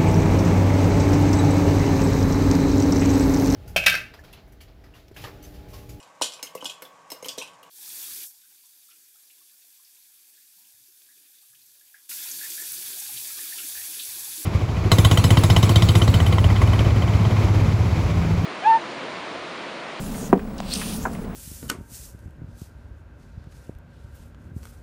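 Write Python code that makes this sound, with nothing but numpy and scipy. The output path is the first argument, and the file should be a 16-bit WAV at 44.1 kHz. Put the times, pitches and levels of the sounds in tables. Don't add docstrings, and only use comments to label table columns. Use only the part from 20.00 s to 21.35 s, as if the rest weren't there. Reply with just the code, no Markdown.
import sys
import numpy as np
from scipy import signal
from scipy.fft import rfft, irfft
from scipy.io import wavfile

SR = 44100
rng = np.random.default_rng(int(sys.argv[2]) if len(sys.argv) > 2 else 0)


def wav_out(sig):
    wavfile.write(sys.argv[1], SR, np.round(np.clip(np.atleast_2d(sig).T, -1, 1) * 32767).astype(np.int16))


N = 59535
T = np.arange(N) / SR


def from_db(db):
    return 10 ** (np.asarray(db) / 20)


def rms_one(x):
    return x / np.sqrt(np.mean(x ** 2) + 1e-20)


def in_time(rows):
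    times, *columns = np.transpose(rows)
    return [np.interp(T, times, column) for column in columns]


def drift(rate_hz):
    r = np.exp(-80 * np.pi * rate_hz / SR)
    slow = signal.lfilter([1], [1, -2 * r, r * r], rng.standard_normal(N // 40 + 2002))[2000:]
    return np.interp(np.arange(N) / 40, np.arange(len(slow)), rms_one(slow))


def coloured(x, spectrum):
    hz, db = np.transpose(spectrum)
    f = np.maximum(np.fft.rfftfreq(N, 1 / SR), 1)
    gain = from_db(np.interp(np.log(f), np.log(hz), db)) * (f > 10)
    return rms_one(irfft(rfft(x) * gain, N))


def band(x, low, high, order=2):
    sections = signal.butter(order, [low, min(high, .45 * SR)], "band", fs=SR, output="sos")
    return signal.sosfilt(sections, x)


def resonate(x, centre_hz, width_hz):
    r, block = np.exp(-np.pi * width_hz * np.sqrt(2) / SR), 128
    out, state = np.zeros(N), np.zeros((2, 2))
    for i in range(0, N, block):
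        angle = 2 * np.pi * centre_hz[i] / SR
        section = [(1 - r * r) / 2, 0, (r * r - 1) / 2, 1, -2 * r * np.cos(angle), r * r]
        out[i:i + block], state = signal.sosfilt([section, section], x[i:i + block], zi=state)
    return rms_one(out)


def strike(blows, modes):
    force, out = np.zeros(N), np.zeros(N)
    for start, db, length in blows:
        push = np.sin(np.pi * np.clip((T - start) / length, 0, 1)) ** 2
        force += from_db(db) * push / (push.sum() + 1e-12)
    for hz, db, ring_s in modes:
        r, w = from_db(-60 / (ring_s * SR)), 2 * np.pi * hz / SR
        ring = signal.lfilter([1, -r * np.cos(w)], [1, -2 * r * np.cos(w), r * r], force + 1e-18)
        out += from_db(db) * ring
    return out


def whine(hz=15663, db=-63):
    return from_db(db) * np.sqrt(2) * np.sin(2 * np.pi * hz * T)


def wind(low_hz=45, high_hz=116):
    # (time [s], level [dB])
    gusts = [(0, -49), (.4, -52), (.72, -47), (.85, -44), (.93, -41), (1.02, -33.5), (1.07, -44),
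             (1.19, -38.5), (1.35, -44)]
    level_db, = in_time(gusts)
    return from_db(level_db) * rms_one(band(rng.standard_normal(N), low_hz, high_hz))


def engine(cycle_hz=8.47, firings_per_cycle=4, speed_waver=0.0017, tone_waver=0.38):
    # (multiple of the cycle rate, level [dB])
    hull_tones = [(4, -42.5), (7, -54), (8, -46), (14, -47.5), (16, -61), (20, -45), (22, -43.5), (25, -39),
                  (27, -46), (29, -45.5), (31, -53), (34, -49), (37, -56.5), (51, -57.5), (52, -50.5),
                  (64, -53)]
    # (frequency [Hz], relative level [dB])
    rumble_colour = [(20, 1), (50, -2.5), (95, -11), (140, -0.5), (200, 5), (260, -4), (330, -10),
                     (450, -10.5), (750, -12), (1400, -18.5), (2200, -26.5), (4500, -40.5), (9000, -41),
                     (15000, -48)]
    # (time [s], level [dB])
    rumble_level = [(0, -33), (.24, -33.5), (.48, -36), (.8, -33), (1.05, -34.5), (1.35, -34.5)]
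    angle = 2 * np.pi * np.cumsum(cycle_hz * (1 + speed_waver * drift(2.2))) / SR
    tones = np.zeros(N)
    for multiple, db in hull_tones:
        size = from_db(db) * np.sqrt(2) * (1 + tone_waver * drift(7.7))
        tones += size * np.sin(multiple * angle + 2 * np.pi * rng.random())
    level_db, = in_time(rumble_level)
    throb = 1 + 0.16 * np.sin(firings_per_cycle * angle)
    return tones + from_db(level_db) * throb * coloured(rng.standard_normal(N), rumble_colour)


def fitting_knocks():
    # (time [s], strength [dB], contact length [s])
    knocks = [(1.054, -20, 0.00036), (1.0635, -34, 0.00056)]
    # (pitch [Hz], gain [dB], ring time [s])
    notes = [(647, -10, 0.064), (804, -3.5, .04), (1013, 1, 0.037), (1210, -19, 0.046), (1450, 3.5, 0.032),
             (1670, -5, .06), (2260, -17, .04)]
    return band(strike(knocks, notes), 280, 1700, order=3)


def deck_thumps():
    # (time [s], strength [dB], contact length [s])
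    thumps = [(.228, -21, 0.0019), (.3286, -5, 0.00071), (.331, 4, 0.0019), (.3363, -3, 0.0022),
              (.352, -20, 0.0013), (.3574, -11, 0.0017), (.3675, -10, 0.0032), (.3718, -21, 0.0021),
              (.3792, -28.5, .0008), (1.069, -20, .0015), (1.1113, -23, 0.0023), (1.246, -23, 0.0024)]
    # (pitch [Hz], gain [dB], ring time [s])
    notes = [(194, -10.5, 0.064), (265, -4.5, 0.038), (366, -9, 0.033), (397.4, -18, 0.174),
             (466, -6, 0.05), (693, -5.5, 0.029), (773, -5.5, 0.065), (960, -2, 0.033), (1140, -17, 0.068),
             (1230, -38, 0.049), (1530, -19, 0.051), (1806, -19, 0.089), (2470, -8, .044)]
    return band(strike(thumps, notes), 178, 3000, order=3)


def rope_taps():
    # (time [s], strength [dB], pitch [Hz], ring time [s], contact length [s])
    taps = [(.6029, -15.5, 710, .012, 0.000072), (.6029, -24, 2760, 0.0015, 0.00014),
            (.7377, -8, 8600, 0.0056, 0.000055), (.7377, -17, 5340, 0.0075, 0.000046),
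            (.8152, -31, 2000, 0.0061, 0.00011)]
    rings = sum(strike([(start, db, length)], [(hz, 0, ring_s)])
                for start, db, hz, ring_s, length in taps)
    return band(rings, 326, 9700, order=4)


def rope_slaps(rise_s=0.00035):
    # (time [s], level [dB], centre [Hz], width [octaves], fade time [s])
    slaps = [(.1435, -38, 1600, 1.44, 0.013), (.226, -40, 454, 1, 0.034), (0.33, -25, 900, 2.1, 0.0069),
             (0.33, -33, 6000, 3.5, 0.0015), (.375, -42, 2180, 2, 0.0028), (0.393, -36, 1580, 1.3, 0.0066),
             (0.5812, -31, 5000, 1.9, 0.0012), (0.585, -37.5, 3700, 1.1, 0.0069),
             (0.604, -28.5, 4030, 1.6, 0.00092), (.629, -43, 2500, 0.8, .005),
             (0.715, -29, 4040, 0.18, 0.0078), (0.725, -22, 4330, .3, .002),
             (0.7283, -19.5, 4420, 0.13, 0.0021), (0.74, -24.5, 5040, 0.62, 0.0023),
             (0.75, -26, 6000, 0.45, 0.0026), (0.755, -24, 4200, 0.98, 0.0039),
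             (.814, -29.5, 1560, 1.56, 0.012), (1.052, -22, 1077, 1.12, .014),
             (1.056, -32, 380, 1.2, 0.011), (1.149, -38, 2330, 0.75, 0.005), (1.21, -34, 397, .8, 0.017),
             (1.246, -50, 2400, 2, 0.012)]
    out = np.zeros(N)
    for start, db, hz, octaves, fade_s in slaps:
        age = np.maximum(T - start, 0)
        shape = (1 - np.exp(-age / rise_s)) * np.exp(-age / fade_s)
        spread = 2 ** (octaves / 2)
        burst = band(shape * rng.standard_normal(N) + 1e-18, hz / spread, hz * spread, order=3)
        out += from_db(db) * burst * np.sqrt(np.sum(shape ** 2) / np.sum(burst ** 2))
    return out


def friction(clicks_per_s=4400, spread_db=2.5, click_share=0.66):
    sizes = from_db(spread_db * np.minimum(rng.exponential(1, N), 4)) * rng.choice([-1, 1], N)
    clicks = rms_one(sizes * (rng.random(N) < clicks_per_s / SR))
    return np.sqrt(click_share) * clicks + np.sqrt(1 - click_share) * rng.standard_normal(N)


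def deck_echo(x):
    # (time [s], spacing of the weakened pitches [Hz], share reflected)
    reflection = [(.3, 4300, .05), (.6, 4340, 0.21), (.72, 4300, 0.44), (.8, 4600, 0.16), (.95, 4860, 0.22),
                  (1.05, 5900, 0.23)]
    spacing_hz, share = in_time(reflection)
    fine = signal.resample_poly(x, 4, 1)
    echo = np.interp(T - 1 / spacing_hz, np.arange(len(fine)) / (4 * SR), fine)
    return (x + share * echo) / np.sqrt(1 + share ** 2)


def rope_slide(flutter_db=1.0, pivot_hz=6500):
    # (time [s], level [dB], brightness [dB per octave])
    pulls = [(0, -42, 1), (.05, -40, -1.5), (.11, -40.5, -0.5), (.19, -40, 0.5), (.27, -42, -0.5),
             (.35, -57.5, -0.5), (.57, -55, -4.5), (.63, -50, -6.5), (.66, -44.5, -6), (.70, -37, -4),
             (.735, -31.5, -5), (.775, -34, -4), (.93, -33, -2), (.98, -37.5, 3.5), (1.0, -40, -2),
             (1.03, -39.5, 1), (1.095, -51, -2), (1.135, -44.5, -2), (1.18, -53.5, -5), (1.235, -50.5, -1),
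             (1.27, -62.5, -10)]
    # (frequency [Hz], relative level [dB])
    fibre_colour = [(1000, -24), (2150, -5.5), (2500, 3.5), (3800, 0.5), (4600, 0.5), (5800, 0), (7500, 0),
                    (9500, -1.5), (12200, 0), (13500, -1), (15500, -3.5)]
    # (time [s], lower pitch [Hz], its gain [dB], upper pitch [Hz], its gain [dB])
    sweep = [(0.03, 7850, -5, 10400, -10), (.06, 6900, -6, 10600, -3.5), (.11, 7200, -15, 9800, -17),
             (.19, 6540, -3.5, 8900, 0.5), (.26, 6960, 1.5, 8200, -17), (.33, 4900, -13, 7960, -12),
             (.66, 3930, -0.5, 8200, -10), (.725, 4250, -3, 8600, -13), (.76, 5430, -5, 8700, -1.5),
             (.82, 5840, -10, 9360, -3.5), (.97, 5700, -14, 9900, -6.5), (1.03, 6900, 0, 11400, -18),
             (1.14, 7900, -9, 9600, -5.5)]
    level_db, brightness = in_time(pulls)
    lower_hz, lower_db, upper_hz, upper_db = in_time(sweep)
    fibres = [coloured(friction(), fibre_colour) for _ in range(2)]
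    edges = np.geomspace(1000, 16000, 9)
    hiss = np.zeros(N)
    for k, (low, high) in enumerate(zip(edges, edges[1:])):
        octaves_up = np.log2(np.sqrt(low * high) / pivot_hz)
        hiss += band(fibres[k % 2], low, high) * from_db(brightness * octaves_up)
    swish = from_db(lower_db) * resonate(friction(), lower_hz, width_hz=1400)
    swish += from_db(upper_db) * resonate(friction(), upper_hz, width_hz=1370)
    loudness = from_db(level_db + flutter_db * drift(69) - 3)
    return loudness * (deck_echo(hiss) + swish)


def scene():
    mix = engine() + rope_slide() + rope_slaps() + rope_taps() + deck_thumps() + fitting_knocks()
    return (mix + wind() + whine())[None]


def record(dry, ceiling=1.3, cutoff_hz=15750):
    limited = dry / (1 + (dry / ceiling) ** 8) ** (1 / 8)
    return signal.sosfilt(signal.ellip(12, .1, 80, cutoff_hz, fs=SR, output="sos"), limited)


dry = scene()
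out = record(dry)
wav_out(out)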